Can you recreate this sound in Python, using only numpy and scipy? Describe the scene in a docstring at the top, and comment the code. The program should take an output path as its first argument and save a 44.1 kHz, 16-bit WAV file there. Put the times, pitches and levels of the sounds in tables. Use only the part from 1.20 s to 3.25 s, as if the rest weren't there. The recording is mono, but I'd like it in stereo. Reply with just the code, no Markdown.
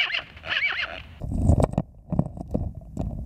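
"""A gloved hand fans and stirs gravel on a creek bed for two seconds, beside a camera under water.
From the start, pushed water churns, gravel rolls and sand grates over a faint rumble and hiss.
Gravel crunches, stones knock and pebbles tick, building to the hardest knocks near 0.4 seconds.
After a lull around 0.8 seconds, the hand stirs again near 1, 1.4 and 1.8 seconds.
All along, the camera's sealed case muffles the sounds and makes them honk in the left microphone."""
import sys
import numpy as np
from scipy import signal
from scipy.fft import rfft, irfft
from scipy.io import wavfile

SR = 44100
rng = np.random.default_rng(int(sys.argv[2]) if len(sys.argv) > 2 else 0)


def to_wav(s):
    """Save 16-bit WAV."""
    ch = np.atleast_2d(s).T  # columns
    pcm = np.round(np.clip(ch, -1, 1) * 32767)  # PCM
    wavfile.write(sys.argv[1], SR, pcm.astype(np.int16))


N = 90625
HIT_TIME = np.arange(3072) / SR  # seconds since a hit began

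# How the case shapes sound. Each row: frequency in Hz, left gain in dB, right gain in dB.
CASE_TONE = [(40, -2.5, -9), (167, -3.5, -6), (277, 0, 1.5), (317, -3, 7.5), (376.7, 12, 12), (610, 13, -4),
             (879, 3, -8), (1028, 6, -8.5), (1444, -8, -10), (1555, -17.5, -30), (1842, 1, -6.5),
             (2144, -20.5, -36), (2280, 0.5, -11.5), (2950, -1, -6.5), (3300, -12.5, -55), (3716, 4.5, 2.5),
             (4130, -5.5, -19.5), (4980, 0, -5.5), (7300, -7, -2), (8200, 0.5, -7), (9070, -1.5, -11),
             (13900, 3, 6.5)]
# The sweeps of the hand. Each row: time in seconds, water level in dB, gravel level in dB.
HAND_SWEEPS = [(0, -30.5, -37), (.09, -31, -49.5), (.14, -20, -39.5), (.24, -21.5, -37), (.3, -15, -31),
               (.355, -25.5, -37), (.42, -15.5, -28.5), (.47, -36.5, -44.5), (.55, -37.5, -38.5),
               (.64, -42, -56.5), (.73, -43, -62), (.84, -49, -63), (.91, -33.5, -41), (.95, -28.5, -39.5),
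               (1.1, -35, -45.5), (1.19, -34.5, -48), (1.25, -37, -62), (1.32, -29.5, -39.5),
               (1.4, -25.5, -41.5), (1.47, -25.5, -38.5), (1.53, -38, -66), (1.66, -38, -53),
               (1.75, -35, -66), (1.83, -24, -43.5), (1.93, -30, -48.5), (2.04, -31, -55)]
# Sand grating. Each row: time in seconds, grit level in dB, level of the sand's thin squeak in dB.
SAND_LEVELS = [(0, -57, -82), (.1, -76, -66), (.15, -60, -56), (.23, -60.5, -59), (.3, -49, -44),
               (.35, -68.5, -64), (.41, -59.5, -77), (.432, -46.5, -33), (.46, -85, -75), (.5, -69.5, -75),
               (.535, -66, -54), (.56, -80, -107), (.63, -95, -101.5), (.87, -90, -95), (.92, -71.5, -75),
               (1.0, -68, -78), (1.11, -81, -87), (1.16, -75, -68.5), (1.21, -71, -75), (1.24, -83, -104),
               (1.32, -70, -88), (1.42, -69, -82), (1.5, -84, -94.5), (1.75, -89, -98), (1.8, -76, -94),
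               (1.86, -73.5, -88), (2.04, -77, -90)]
# The hiss. Each row: time in seconds, level in dB.
HISS_LEVELS = [(0, -58), (0.43, -52.5), (0.47, -67.5), (0.9, -73), (1.5, -65.5), (2.05, -60.5)]
# Gravel giving way. Each row: start in seconds, level in dB, fade time in seconds.
CRUNCHES = [(0.016, -51, 0.016), (0.44, -22, 0.006), (.456, -48, .009), (0.529, -37.5, 0.0096),
            (0.899, -60, .025), (1.08, -60, 0.022), (1.343, -44.5, 0.015), (1.792, -41.5, 0.018),
            (1.856, -48.5, .006)]
# Stones knocking. Each row: start in seconds, knock level in dB, knock pitch in Hz,
# knock fade time in seconds, thump level in dB, thump pitch in Hz, clack level in dB.
KNOCKS = [(0.0192, -22.5, 610.0, 0.00038, -30, 82, -70), (0.032, -25.5, 610.0, 0.00069, -35, 113, -71),
          (0.039, -25, 540, 0.0007, -17, 106, -56), (0.118, -40, 636, 0.00032, -18, 141, -64),
          (0.153, -45, 617, 0.0005, -26, 159, -72), (0.178, -25, 595, 0.0023, -16, 128, -43),
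          (0.2164, -20, 566, 0.002, -9, 141, -42), (0.249, -23, 635, 0.00057, -12, 116, -65),
          (0.2721, -22.5, 700, 0.0016, -24, 131, -61), (0.2906, -13, 650.0, 0.0024, -4, 89, -56),
          (0.3192, -11, 670, 0.0023, -12, 140, -59), (0.3277, -11.5, 610.0, 0.002, -15, 114, -59),
          (0.3312, -16, 644, 0.0014, -4, 120, -64), (0.3635, -22, 640.0, 0.0008, -33, 83, -39),
          (0.3795, -21.5, 585, 0.0016, -7, 119, -59), (0.386, -23, 582, 0.00094, -40, 128.7, -54),
          (0.401, -2.5, 583, 0.001, -6.5, 92.6, -44.5), (0.4335, -9.5, 630, 0.0013, -7, 129, -39.5),
          (0.4398, 2.5, 723, 0.0003, -16, 158, -21), (0.4909, -28, 634, 0.00041, -20, 136, -65),
          (0.532, -19, 560, 0.0009, -17.5, 147, -34), (0.5777, -5.5, 730, 0.0011, -5.5, 158, -17),
          (0.5958, -12.5, 710, 0.00027, -11, 170, -35.5), (0.602, -17.5, 674, 0.0025, -16.5, 151, -48),
          (0.746, -40.5, 580, 0.0016, -63, 126, -79), (0.784, -41.5, 645, 0.00083, -39, 92, -59),
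          (0.9246, -14.5, 720, 0.00042, -12, 164, -36), (0.931, -19.5, 597, 0.0015, -16.5, 170, -48),
          (0.936, -18.5, 660, 0.0007, -14, 149, -56), (0.964, -27, 626, 0.0011, -18, 144.5, -50),
          (0.992, -5, 690, 0.00075, -2.5, 150.6, -34), (1.0047, -48, 576, 0.0005, -16.5, 144, -62),
          (1.021, -23.5, 627, 0.0023, -18.5, 136, -56), (1.0576, -20, 730, 0.0013, -19.5, 147, -61),
          (1.064, -25.5, 620, 0.0015, -24, 145, -62), (1.171, -24.5, 680, 0.002, -22.5, 154, -71),
          (1.201, -25, 640, 0.0009, -23, 200, -75), (1.2074, -20.5, 699, 0.0046, -17, 190, -68),
          (1.344, -11.5, 509, 0.0037, -59, 187, -38), (1.3522, -10, 537, 0.002, -7, 196, -40),
          (1.3737, -33, 580.0, 0.00062, -17.5, 136, -63), (1.408, -31, 660, 0.0038, -20, 153, -56),
          (1.548, -37.5, 644, 0.01, -53, 102, -61), (1.571, -37.5, 626, 0.0002, -22.5, 100, -57),
          (1.612, -33.5, 664, 0.01, -51, 112, -66), (1.652, -43.5, 853, 0.00036, -39.5, 130, -56),
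          (1.7707, -28.5, 610.0, 0.0045, -17, 172, -77), (1.7932, -21, 744, 0.0014, -18, 152, -56),
          (1.8008, -17.5, 650, 0.0017, -12.5, 205, -40.5), (1.8129, -16.5, 680, 0.0024, -19.5, 104, -34),
          (1.868, -29, 654, 0.00034, -16.5, 78.5, -56), (1.9098, -25.5, 636, 0.0039, -24, 108, -50.5),
          (1.929, -27.5, 610, 0.0021, -25, 161, -52), (1.988, -31.5, 610.0, 0.0039, -23, 139, -68)]
# The notes a stone rings with. Each row: pitch in Hz, relative level in dB, fade time in seconds.
STONE_NOTES = [(1873, 3, 0.0019), (2714, 2.5, 0.0013), (3850, -7, 0.001), (4530, -9, .0011)]
# Pebbles hitting the case. Each row: start in seconds, peak level in dB, ring pitch in Hz,
# fade time of the crunch in seconds, ring boost in dB.
TICKS = [(.0887, -42.5, 8200, 0.00073, 8), (0.1502, -40, 4900, 0.0015, 9), (0.2177, -35.5, 8500, .0027, 12),
         (.2732, -40, 7700, 0.0028, 21), (.286, -34, 6960, 0.0018, 31), (.2935, -32.5, 7600, 0.0033, 23),
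         (0.3107, -39.5, 7160, 0.0056, 34), (.363, -52, 3680, 0.0011, 15), (0.4002, -36, 5430, .0013, 6.5),
         (0.428, -27, 8200, 0.0034, 6), (0.427, -24.5, 3850, 0.0012, 21), (.433, -29, 8200, 0.0025, 31.5),
         (0.4395, -25, 5500, .0007, 8), (0.4455, -39, 5120, 0.0017, 4), (0.5128, -45, 7600, 0.00073, 14),
         (0.527, -34.5, 8200, 0.002, 22), (0.5785, -37, 7200, 0.00022, 26), (0.9646, -46, 5350, .0009, 4),
         (0.9927, -40, 8200, 0.0032, 13), (1.0577, -43.5, 8200, 0.0022, 22), (1.0583, -51, 5500, 0.0011, 8),
         (1.172, -48, 8600, 0.0013, 22), (1.195, -50, 8600, 0.0027, 14), (1.2076, -44.5, 8500, 0.0057, 16),
         (1.2111, -42, 5130, 0.0012, 17), (1.277, -43, 4400, 0.00053, 13),
         (1.3095, -38.5, 12040, 0.0046, 8), (1.3432, -35.5, 8200, 0.0015, 5),
         (1.3822, -52, 5270, 0.00087, 16), (1.4297, -51, 8300, .0006, 10),
         (1.652, -54, 2430, 0.00085, 11.5), (1.7709, -34.5, 7400, 0.0017, 17),
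         (1.7785, -41.5, 5550, 0.0032, 8), (1.8004, -49, 7250, .001, 7), (1.8124, -43, 7080, 0.00036, 29),
         (1.8131, -31.5, 3400, 0.0018, 22), (1.856, -51.5, 2470, 0.0014, 19), (1.909, -52, 3300, 0.001, 17),
         (1.9287, -55.5, 8650, 0.0011, 20)]

# The tone of each sound, from low to high. Each row: frequency in Hz, relative level in dB.
BIG_SWIRL_TONE = [(10, -32.5), (30, 6.5), (50, 5), (78, 0.5), (120, -3.5), (170, -5.5), (235, -22.5),
                  (450, -46.5), (900, -65.5), (2000, -79.5)]
SMALL_SWIRL_TONE = [(80, -31), (190, 1), (260, -6.5), (420, -39.5), (1500, -100)]
GRAVEL_TONE = [(40, -22), (160, 1.5), (300, 6), (450, -6), (700, 5), (1000, -11.5), (1400, -17),
               (2200, -25), (4000, -40.5), (12000, -73)]
SAND_TONE = [(200, -36.5), (1500, -6), (3000, -3.5), (5000, 7.5), (6500, -4), (7200, 8), (8000, -5.5),
             (9000, -2), (11000, -6), (15000, -3)]
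SAND_SQUEAK_TONE = [(3000, -53), (6500, -25.5), (7200, -2.5), (7750, -10.5), (8050, 7.5), (8300, 6.5),
                    (8600, -4.5), (9100, -13.5), (15000, -48.5)]
CURRENT_TONE = [(20, -12), (140, 3.5), (210, -7.5), (300, -26), (600, -48.5), (1000, -25), (2000, -100)]
HISS_TONE = [(300, 8.5), (2000, -2.5), (3500, -11), (5500, -1.5), (9000, 1), (15000, 11)]
CRUNCH_TONE = [(200, -28), (700, -0.5), (1250, 5.5), (1700, -4.5), (2500, -19), (4000, -14), (8000, -35.5),
               (15000, -38.5)]
CLACK_TONE = [(100, 13), (700, 7.5), (1250, 26), (1700, -32), (2500, 20), (4000, 0.5), (7000, -4),
              (10000, -21.5), (15000, -7)]
PEBBLE_TONE = [(200, -22), (1500, -5), (4000, -1), (7000, 0), (9500, -3), (12000, -5), (15000, -10),
               (17000, -30)]


def gain(db):
    """Turns decibels into a number to multiply a sound by."""
    return 10 ** (np.asarray(db) / 20)


def curve(table, column=1):
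    """Joins a table's points with straight lines, giving a value for every sample."""
    table = np.array(table)
    return np.interp(np.arange(N) / SR, table[:, 0], table[:, column])


def shape_tone(sound, tone, column=1, size=4096):
    """Turns each frequency up or down as a tone table says."""
    tone = np.array(tone)
    hz = np.fft.rfftfreq(size, 1 / SR)
    db = np.interp(np.log(hz + 1), np.log(tone[:, 0] + 1), tone[:, column])
    # These steps make a filter that rings only after a hit, never before it.
    cepstrum = irfft(np.log(gain(db)))
    cepstrum[1:size // 2] *= 2
    cepstrum[size // 2 + 1:] = 0
    response = irfft(np.exp(rfft(cepstrum)))[:size // 2]
    return signal.fftconvolve(sound, response)[:len(sound)]


def through_case(force, right_lag_s=0.00033):
    """A push on the case as two microphones hear it; low sounds reach the right one a little later."""
    samples = np.arange(len(force))
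    late = np.interp(samples - right_lag_s * SR, samples, force, left=0)
    right = force + signal.lfilter(*signal.butter(1, 1500, fs=SR), late - force)
    return np.array([shape_tone(force, CASE_TONE, column=1), shape_tone(right, CASE_TONE, column=2)])


def lasting_sound(force, tone):
    """A long push, given a tone and heard through the case, with a typical size of one on the left."""
    heard = through_case(shape_tone(force, tone))
    return heard / heard[0].std()


def add_hit(mix, start_s, force, peak_db):
    """Adds a short push heard through the case, with its peak level set on the left."""
    heard = through_case(force)
    peak = abs(signal.hilbert(heard[0])).max()
    part = mix[:, round(start_s * SR):][:, :len(force)]
    part += gain(peak_db) * heard[:, :part.shape[1]] / peak


def grains(per_second, spread_db):
    """Tiny hits at random times, mostly small, a few large."""
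    sizes = gain(spread_db * np.minimum(rng.exponential(1, N), 4))
    return sizes * rng.choice([-1, 1], N) * (rng.random(N) < per_second / SR)


def grain_stream(tone, per_second, spread_db, one_side_db):
    """A stream of grains heard through the case; some reach only one microphone."""
    shared, left, right = (lasting_sound(grains(per_second, spread_db), tone) for _ in range(3))
    return shared + gain(one_side_db) * np.array([left[0], right[1]])


def noise_burst(fade_s, db):
    """A puff of noise that dies away."""
    return gain(db) * rng.standard_normal(len(HIT_TIME)) * np.exp(-HIT_TIME / fade_s)


def contact(fade_s, crunch_db):
    """One sharp click and the brief crunch that follows it."""
    return (HIT_TIME == 0) + noise_burst(fade_s, crunch_db)


def ring(hz, rise_s, fade_s):
    """A single note that swells and quickly dies away."""
    loudness = (1 - np.exp(-HIT_TIME / rise_s)) * np.exp(-HIT_TIME / fade_s)
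    return loudness * np.sin(2 * np.pi * hz * HIT_TIME)


def churning_water():
    """Swirls from the hand push on the case; a faster sweep makes smaller, higher-sounding ones."""
    big_db = curve(HAND_SWEEPS, column=1)
    small_db = big_db - 9.5 + 0.41 * (big_db - big_db.max())  # drops faster as the hand slows
    big = lasting_sound(rng.standard_normal(N), BIG_SWIRL_TONE)
    small = lasting_sound(rng.standard_normal(N), SMALL_SWIRL_TONE)
    return big * gain(big_db) + small * gain(small_db)


def rolling_gravel():
    """Stones roll under the hand and make many dull little bumps."""
    bumps = grain_stream(GRAVEL_TONE, per_second=1100, spread_db=6.5, one_side_db=-13.5)
    return bumps * gain(curve(HAND_SWEEPS, column=2))


def grating_sand():
    """Fine grains grate on the case; sand rubbing under the glove gives a thin, high rasp."""
    grit = grain_stream(SAND_TONE, per_second=1700, spread_db=5.5, one_side_db=-28.5)
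    rasp = grain_stream(SAND_SQUEAK_TONE, per_second=900, spread_db=5.5, one_side_db=-28.5)
    return grit * gain(curve(SAND_LEVELS, column=1)) + rasp * gain(curve(SAND_LEVELS, column=2))


def creek_current():
    """The flowing creek makes a faint, steady rumble."""
    return gain(-63) * lasting_sound(rng.standard_normal(N), CURRENT_TONE)


def hiss():
    """Each microphone has its own faint hiss, which dips after the hardest knock and slowly returns."""
    noise = np.array([shape_tone(rng.standard_normal(N), HISS_TONE) for _ in range(2)])
    return gain(curve(HISS_LEVELS)) * noise / noise.std()


def crunching_gravel(rise_s=0.0017):
    """Patches of gravel give way, each in a short burst of tiny hits."""
    time, loudness = np.arange(N) / SR, np.zeros(N)
    for start_s, db, fade_s in CRUNCHES:
        age = np.maximum(time - start_s, 0)
        loudness += gain(db) * np.minimum(age / rise_s, 1) * np.exp(-age / fade_s)
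    return loudness * grain_stream(CRUNCH_TONE, per_second=1700, spread_db=2, one_side_db=-13.5)


def knocking_stones():
    """Each stone gives a hollow knock, a low thump the water stops at once, and a hard, crumbly clack."""
    mix = np.zeros((2, N))
    for start_s, knock_db, knock_hz, fade_s, thump_db, thump_hz, clack_db in KNOCKS:
        knock = ring(knock_hz, rise_s=0.00023, fade_s=fade_s)
        thump = ring(thump_hz, rise_s=0.0027, fade_s=0.49 / thump_hz)  # fades in about half a wave
        crumble = noise_burst(fade_s=0.006, db=-32)
        clack = shape_tone(contact(fade_s=0.002, crunch_db=-21.5) + crumble, CLACK_TONE)
        notes = sum(gain(db - 13) * ring(hz, 1 / SR, note_s) for hz, db, note_s in STONE_NOTES)
        add_hit(mix, start_s, knock, knock_db)
        add_hit(mix, start_s, thump, thump_db)
        add_hit(mix, start_s, clack + notes, clack_db)
    return mix


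def ticking_pebbles(ring_width_hz=370):
    """Pebbles hit the case and crunch briefly; some ring at their own pitch, others only crack."""
    mix = np.zeros((2, N))
    for start_s, peak_db, ring_hz, fade_s, ring_db in TICKS:
        crack = shape_tone(contact(fade_s, crunch_db=-5.5), PEBBLE_TONE)
        ping = signal.lfilter(*signal.iirpeak(ring_hz, ring_hz / ring_width_hz, fs=SR), crack)
        add_hit(mix, start_s, crack + gain(ring_db) * ping, peak_db)
    return mix


def scene():
    """Adds all the sounds together, in a left and a right channel."""
    hits = knocking_stones() + ticking_pebbles() + crunching_gravel()
    return hits + churning_water() + rolling_gravel() + grating_sand() + creek_current() + hiss()


def record(dry, low_cut_hz=46, ceiling_db=-0.4, soften_hz=9300, highest_hz=15600):
    """Trims the deepest bass, squashes the loudest peaks, softens the treble and cuts off the very top."""
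    trimmed = signal.lfilter(*signal.butter(2, low_cut_hz, "high", fs=SR), dry)
    squashed = trimmed / (1 + (trimmed / gain(ceiling_db)) ** 24) ** (1 / 24)
    softened = signal.lfilter(*signal.butter(2, soften_hz, fs=SR), squashed)
    top_cut = signal.firwin(255, highest_hz, window=("kaiser", 9), fs=SR)
    return signal.oaconvolve(softened, top_cut[None], "same")


dry = scene()
out = record(dry)
to_wav(out)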